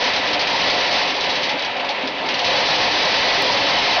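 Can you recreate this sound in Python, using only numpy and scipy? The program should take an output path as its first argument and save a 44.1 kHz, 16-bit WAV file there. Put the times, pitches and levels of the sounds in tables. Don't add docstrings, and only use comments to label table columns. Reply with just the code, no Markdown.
import sys
import numpy as np
from scipy import signal
from scipy.fft import rfft, irfft
from scipy.io import wavfile

SR = 44100
rng = np.random.default_rng(int(sys.argv[2]) if len(sys.argv) > 2 else 0)


def wrap_up_sound(samples):
    columns = np.atleast_2d(samples).T
    tamed = np.clip(columns, -1, 1)
    steps = np.round(tamed * 32767).astype(np.int16)
    wavfile.write(sys.argv[1], SR, steps)


N = 176400
T = np.arange(N) / SR

# (frequency [Hz], nominal width [Hz], level [dB])
HOUSING_MODES = [(266.4, 9.4, -45), (300.4, 22, -42.5), (399, 8.9, -44), (512, 14, -37.5),
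                 (535.6, 8.7, -41.5), (563.4, 9.6, -38.5), (597, 9.1, -41), (624.4, 14, -40),
                 (687.2, 9, -40.5), (715.6, 4.7, -34.5), (765, 26, -38), (844.4, 18, -37.5),
                 (902, 17, -37.5), (947.4, 28, -39.5), (1004, 20, -38.5), (1327, 19, -43)]


def amp(db):
    return 10 ** (np.asarray(db) / 20)


def unit(x):
    return x / np.sqrt(np.mean(x ** 2) + 1e-20)


def fader(points):
    return amp(np.interp(T, *np.transpose(points)))


def add(mix, s, sound):
    part = mix[max(round(s * SR), 0):][:len(sound)]
    part += sound[:len(part)]


def colour(x, points):
    hz, db = np.transpose(points)
    f = abs(np.fft.fftfreq(2048, 1 / SR))
    log_gain = np.log(amp(np.interp(np.log(f + 1), np.log(hz), db)))
    minimum_phase = np.exp(np.conj(signal.hilbert(log_gain)))
    taps = np.fft.ifft(minimum_phase).real
    return signal.fftconvolve(x, taps[:len(taps) // 2])[:len(x)]


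def lowpass(x, hz):
    return signal.oaconvolve(x, signal.firwin(511, hz, window=("kaiser", 9), fs=SR), "same")


def resonate(x, hz, width_hz):
    pole = np.exp((2j * hz - width_hz) * np.pi / SR)
    return signal.lfilter([1], [1, -pole], x).imag


def waver(rate_hz):
    ratio = np.fft.rfftfreq(N, 1 / SR) / rate_hz
    return unit(irfft(rfft(rng.standard_normal(N)) * ratio / (1 + ratio ** 4), N))


def machine(roar_db=-28.5, waver_db=0.8, hum_top_hz=437):
    # (frequency [Hz], relative level [dB])
    roar_spectrum = [(30, -41.5), (100, -20.5), (220, -9.5), (290, -10.5), (360, -11), (500, -3), (720, -4),
                     (950, -2), (1150, -5.5), (1500, -15), (2500, -13), (7000, -36)]
    # (time [s], level [dB])
    hum_levels = [(0, -4.5), (.3, -0.5), (.45, 0), (.55, 2), (.77, 1.5), (.85, -1.5), (1.2, 0), (1.55, 4.5),
                  (1.6, -2.5), (1.98, -2), (2.06, 5.5), (2.4, 0), (2.8, 0), (3.3, -1.5), (3.78, 1), (4, -9)]
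    roar = amp(roar_db) * unit(colour(rng.standard_normal(N), roar_spectrum))
    ring = np.zeros(N)
    for hz, width, db in HOUSING_MODES:
        shaking = resonate(rng.standard_normal(N), hz, 2 * width)
        ring += amp(db) * unit(resonate(shaking, hz, 2 * width))
    drone = (roar + ring) * amp(waver_db * waver(rate_hz=13.2))
    hum = signal.sosfiltfilt(signal.butter(4, hum_top_hz, fs=SR, output="sos"), drone)
    return drone - hum + fader(hum_levels) * hum


def clack(t60_s, crack_s=0.0021, crack_share=0.24):
    t = T[:SR // 4]
    envelope = amp(-60 * t / t60_s) + crack_share * np.exp(-t / crack_s)
    burst = rng.standard_normal(len(t)) * envelope
    return burst / np.linalg.norm(burst)


def hail(per_s, spread_db, t60_s, spots=6):
    out = np.zeros(N)
    for _ in range(spots):
        size = amp(spread_db * np.minimum(rng.exponential(1, N), 4))
        hits = rng.random(N) < per_s / spots / SR
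        blows = size * hits / np.sqrt(per_s)
        out += signal.oaconvolve(blows, clack(t60_s))[:N]
    return unit(out)


def tumbling(level_db=-24):
    # (frequency [Hz], relative level [dB])
    tumble_spectrum = [(300, -20), (1000, -14), (1450, -7), (1950, -0.5), (2600, 1), (3400, -2.5),
                       (4300, -8), (5500, -17.5), (7000, -15.5)]
    rattle = hail(per_s=2500, spread_db=5, t60_s=0.18)
    return amp(level_db) * unit(colour(rattle, tumble_spectrum))


def flow():
    # (time [s], level [dB])
    pour_levels = [(0, -14), (.16, -22.5), (.21, -22.5), (.3, -19), (.37, -30), (.52, -19.5), (.65, -15),
                   (.77, -19), (.97, -15.5), (1.1, -20), (1.15, -24), (1.27, -21.5), (1.5, -25.5),
                   (1.7, -39.5), (2.22, -33), (2.41, -26), (2.48, -14.5), (3.1, -14.5), (3.7, -14.5),
                   (4, -15.5)]
    return fader(pour_levels)


def stream(trickle_per_s=250, pour_per_s=900):
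    strength = flow()
    return hail(trickle_per_s + pour_per_s * strength / strength.max(), spread_db=4, t60_s=0.12)


def pouring(rumble_db=-35, waver_db=3):
    # (frequency [Hz], relative level [dB])
    rumble_spectrum = [(20, 0), (70, 1), (130, -2), (300, -26), (2000, -61.5)]
    # (frequency [Hz], relative level [dB])
    clatter_spectrum = [(60, -26), (220, -10), (550, 0), (950, 1.5), (1400, -7), (2000, 0), (2700, -1.5),
                        (3300, 0.5), (4200, 2), (5000, 1.5), (7000, -7.5)]
    rumble = unit(colour(rng.standard_normal(N), rumble_spectrum))
    rumble *= amp(rumble_db + waver_db * waver(rate_hz=11))
    clatter = unit(colour(stream(), clatter_spectrum))
    return flow() * (clatter + rumble)


def steel(blows, tumble_db=-25.5, knock_db=-5, ring_db=-2):
    # (frequency [Hz], relative level [dB], time to fall 60 dB [s])
    steel_modes = [(1736, -20, 0.15), (1905, -22.5, 0.17), (1973, -16, 0.49), (2032, -21, 0.26),
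                   (2100, -18.5, 0.15), (2170, -18.5, 0.23), (2280, -23, 0.23), (2355, -20, 0.098),
                   (2488, -20, .2), (2578, -22, .2), (2613, -19, 0.22), (2820, -25, .18), (3012, -15, 0.21),
                   (3226, -23.5, 0.16), (3330, -21, 0.11), (3532, -23, .22), (3520, -25.5, 0.16),
                   (3860, -26, .15), (3920, -21, .16), (3910, -21.5, 0.2), (4250, -23.5, .15),
                   (4370, -24.5, 0.16), (4690, -23.5, .12)]
    shaking = flow() * stream() + amp(tumble_db) * rng.standard_normal(N) + amp(knock_db) * blows
    ring = np.zeros(N)
    for hz, db, t60_s in steel_modes:
        width_hz = np.log(1000) / np.pi / t60_s
        ring += amp(db) * unit(resonate(shaking, hz, width_hz))
    return amp(ring_db) * shaking.std() * ring


def thuds(pitch_spread=0.064, t60_s=0.14, rise_s=0.0089):
    # (time [s], level [dB], pitch [Hz])
    panel_blows = [(.015, -18, 740), (.02, -18.5, 530), (.055, -25, 275), (.24, -23, 710), (.355, -31, 290),
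                   (.53, -18, 890), (.965, -20.5, 870), (1.27, -19, 590), (1.364, -27, 702),
                   (1.5, -20.5, 840), (1.649, -24, 915), (1.889, -17, 836), (1.9, -20.5, 577),
                   (2.031, -25, 600), (2.034, -26, 265), (2.235, -25.5, 433), (2.241, -32, 270),
                   (2.47, -18, 510), (2.51, -20.5, 530), (2.54, -15.5, 520), (2.545, -17.5, 840),
                   (2.575, -17.5, 560), (2.88, -18, 890), (3.375, -19, 382), (3.49, -12.5, 930),
                   (3.495, -19, 530), (3.635, -17, 553), (3.671, -25, 288), (3.775, -16.5, 910),
                   (3.9, -20.5, 694), (3.92, -14, 902), (3.965, -14.5, 700)]
    out, t = np.zeros(N), T[:SR // 2]
    mode_hz = np.array(HOUSING_MODES)[:, :1]
    for s, db, hz in panel_blows:
        share = 1 / (1 + (np.log(mode_hz / hz) / pitch_spread) ** 2)
        tones = np.sin(2 * np.pi * (mode_hz * t + rng.random(mode_hz.shape)))
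        envelope = amp(db - 60 * t / t60_s) * np.minimum(t / rise_s, 1)
        add(out, s, envelope * unit((share * tones).sum(0)))
    return out


def knocks(gain_db=32.5, rise_s=0.0016):
    # (time [s], relative level [dB])
    nut_strikes = [(0.0406, -13), (0.1353, -15), (0.16, -11.5), (0.273, -18.5), (0.33, -12.5),
                   (0.3923, -15), (0.4085, -13), (0.4705, -14.5), (0.499, -20), (0.575, -26), (0.6979, -12),
                   (0.8758, -19), (0.9315, -16), (1.1024, -18.5), (1.156, -31), (1.176, -26), (1.2071, -16),
                   (1.2366, -17), (1.291, -15), (1.335, -23), (1.3541, -15), (1.4313, -14), (1.4514, -21.5),
                   (1.4912, -16), (1.592, -22), (1.621, -21.5), (1.6468, -20.5), (1.766, -27.5),
                   (1.804, -32), (1.846, -26), (1.8895, -18.5), (1.9034, -28), (2.072, -21), (2.286, -17),
                   (2.341, -17), (2.3905, -16), (2.4433, -13.5)]
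    out = np.zeros(N)
    rise = np.minimum(T[:SR // 4] / rise_s, 1)
    for s, db in nut_strikes:
        add(out, s, amp(db + gain_db) * rise * clack(t60_s=0.12))
    return out


def tick(at_s=3.4233, level_db=-13, decay_s=0.00004):
    out = np.zeros(N)
    add(out, at_s, amp(level_db) * np.exp(-T[:SR // 100] / decay_s))
    return out


def scene():
    # (time [s], level [dB])
    load_levels = [(0, 2), (.5, 2), (1.0, 2), (1.16, -0.5), (1.27, 0.5), (1.42, -0.5), (1.52, -0.5),
                   (1.62, -2.5), (1.77, -1), (1.84, -0.5), (1.97, -1.5), (2.05, -1), (2.13, -5), (2.27, 0),
                   (2.41, -1), (2.5, 2), (4, 4)]
    # (frequency [Hz], gain [dB])
    knock_spectrum = [(100, -24.5), (600, -11), (1400, -6.5), (2200, 4), (3300, 3.5), (4500, 3.5),
                      (5500, 1), (7000, -3.5)]
    inside = fader(load_levels) * (machine() + tumbling())
    blows = knocks()
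    hopper = pouring() + colour(blows, knock_spectrum) + steel(blows)
    return (inside + hopper + thuds())[None]


def record(dry, overload_db=-10.5, din_top_hz=6966, tick_top_hz=15900):
    # (frequency [Hz], gain [dB])
    mic_response = [(20, -6), (100, 1.5), (4500, -1), (5200, -4), (5800, -7.5), (6300, -13.5), (6700, -26),
                    (7000, -36)]
    ceiling = amp(overload_db)
    rounded = ceiling * np.tanh(dry[0] / ceiling)
    dulled = lowpass(colour(rounded, mic_response), din_top_hz)
    return lowpass(dulled + tick(), tick_top_hz)[None]


dry = scene()
out = record(dry)
wrap_up_sound(out)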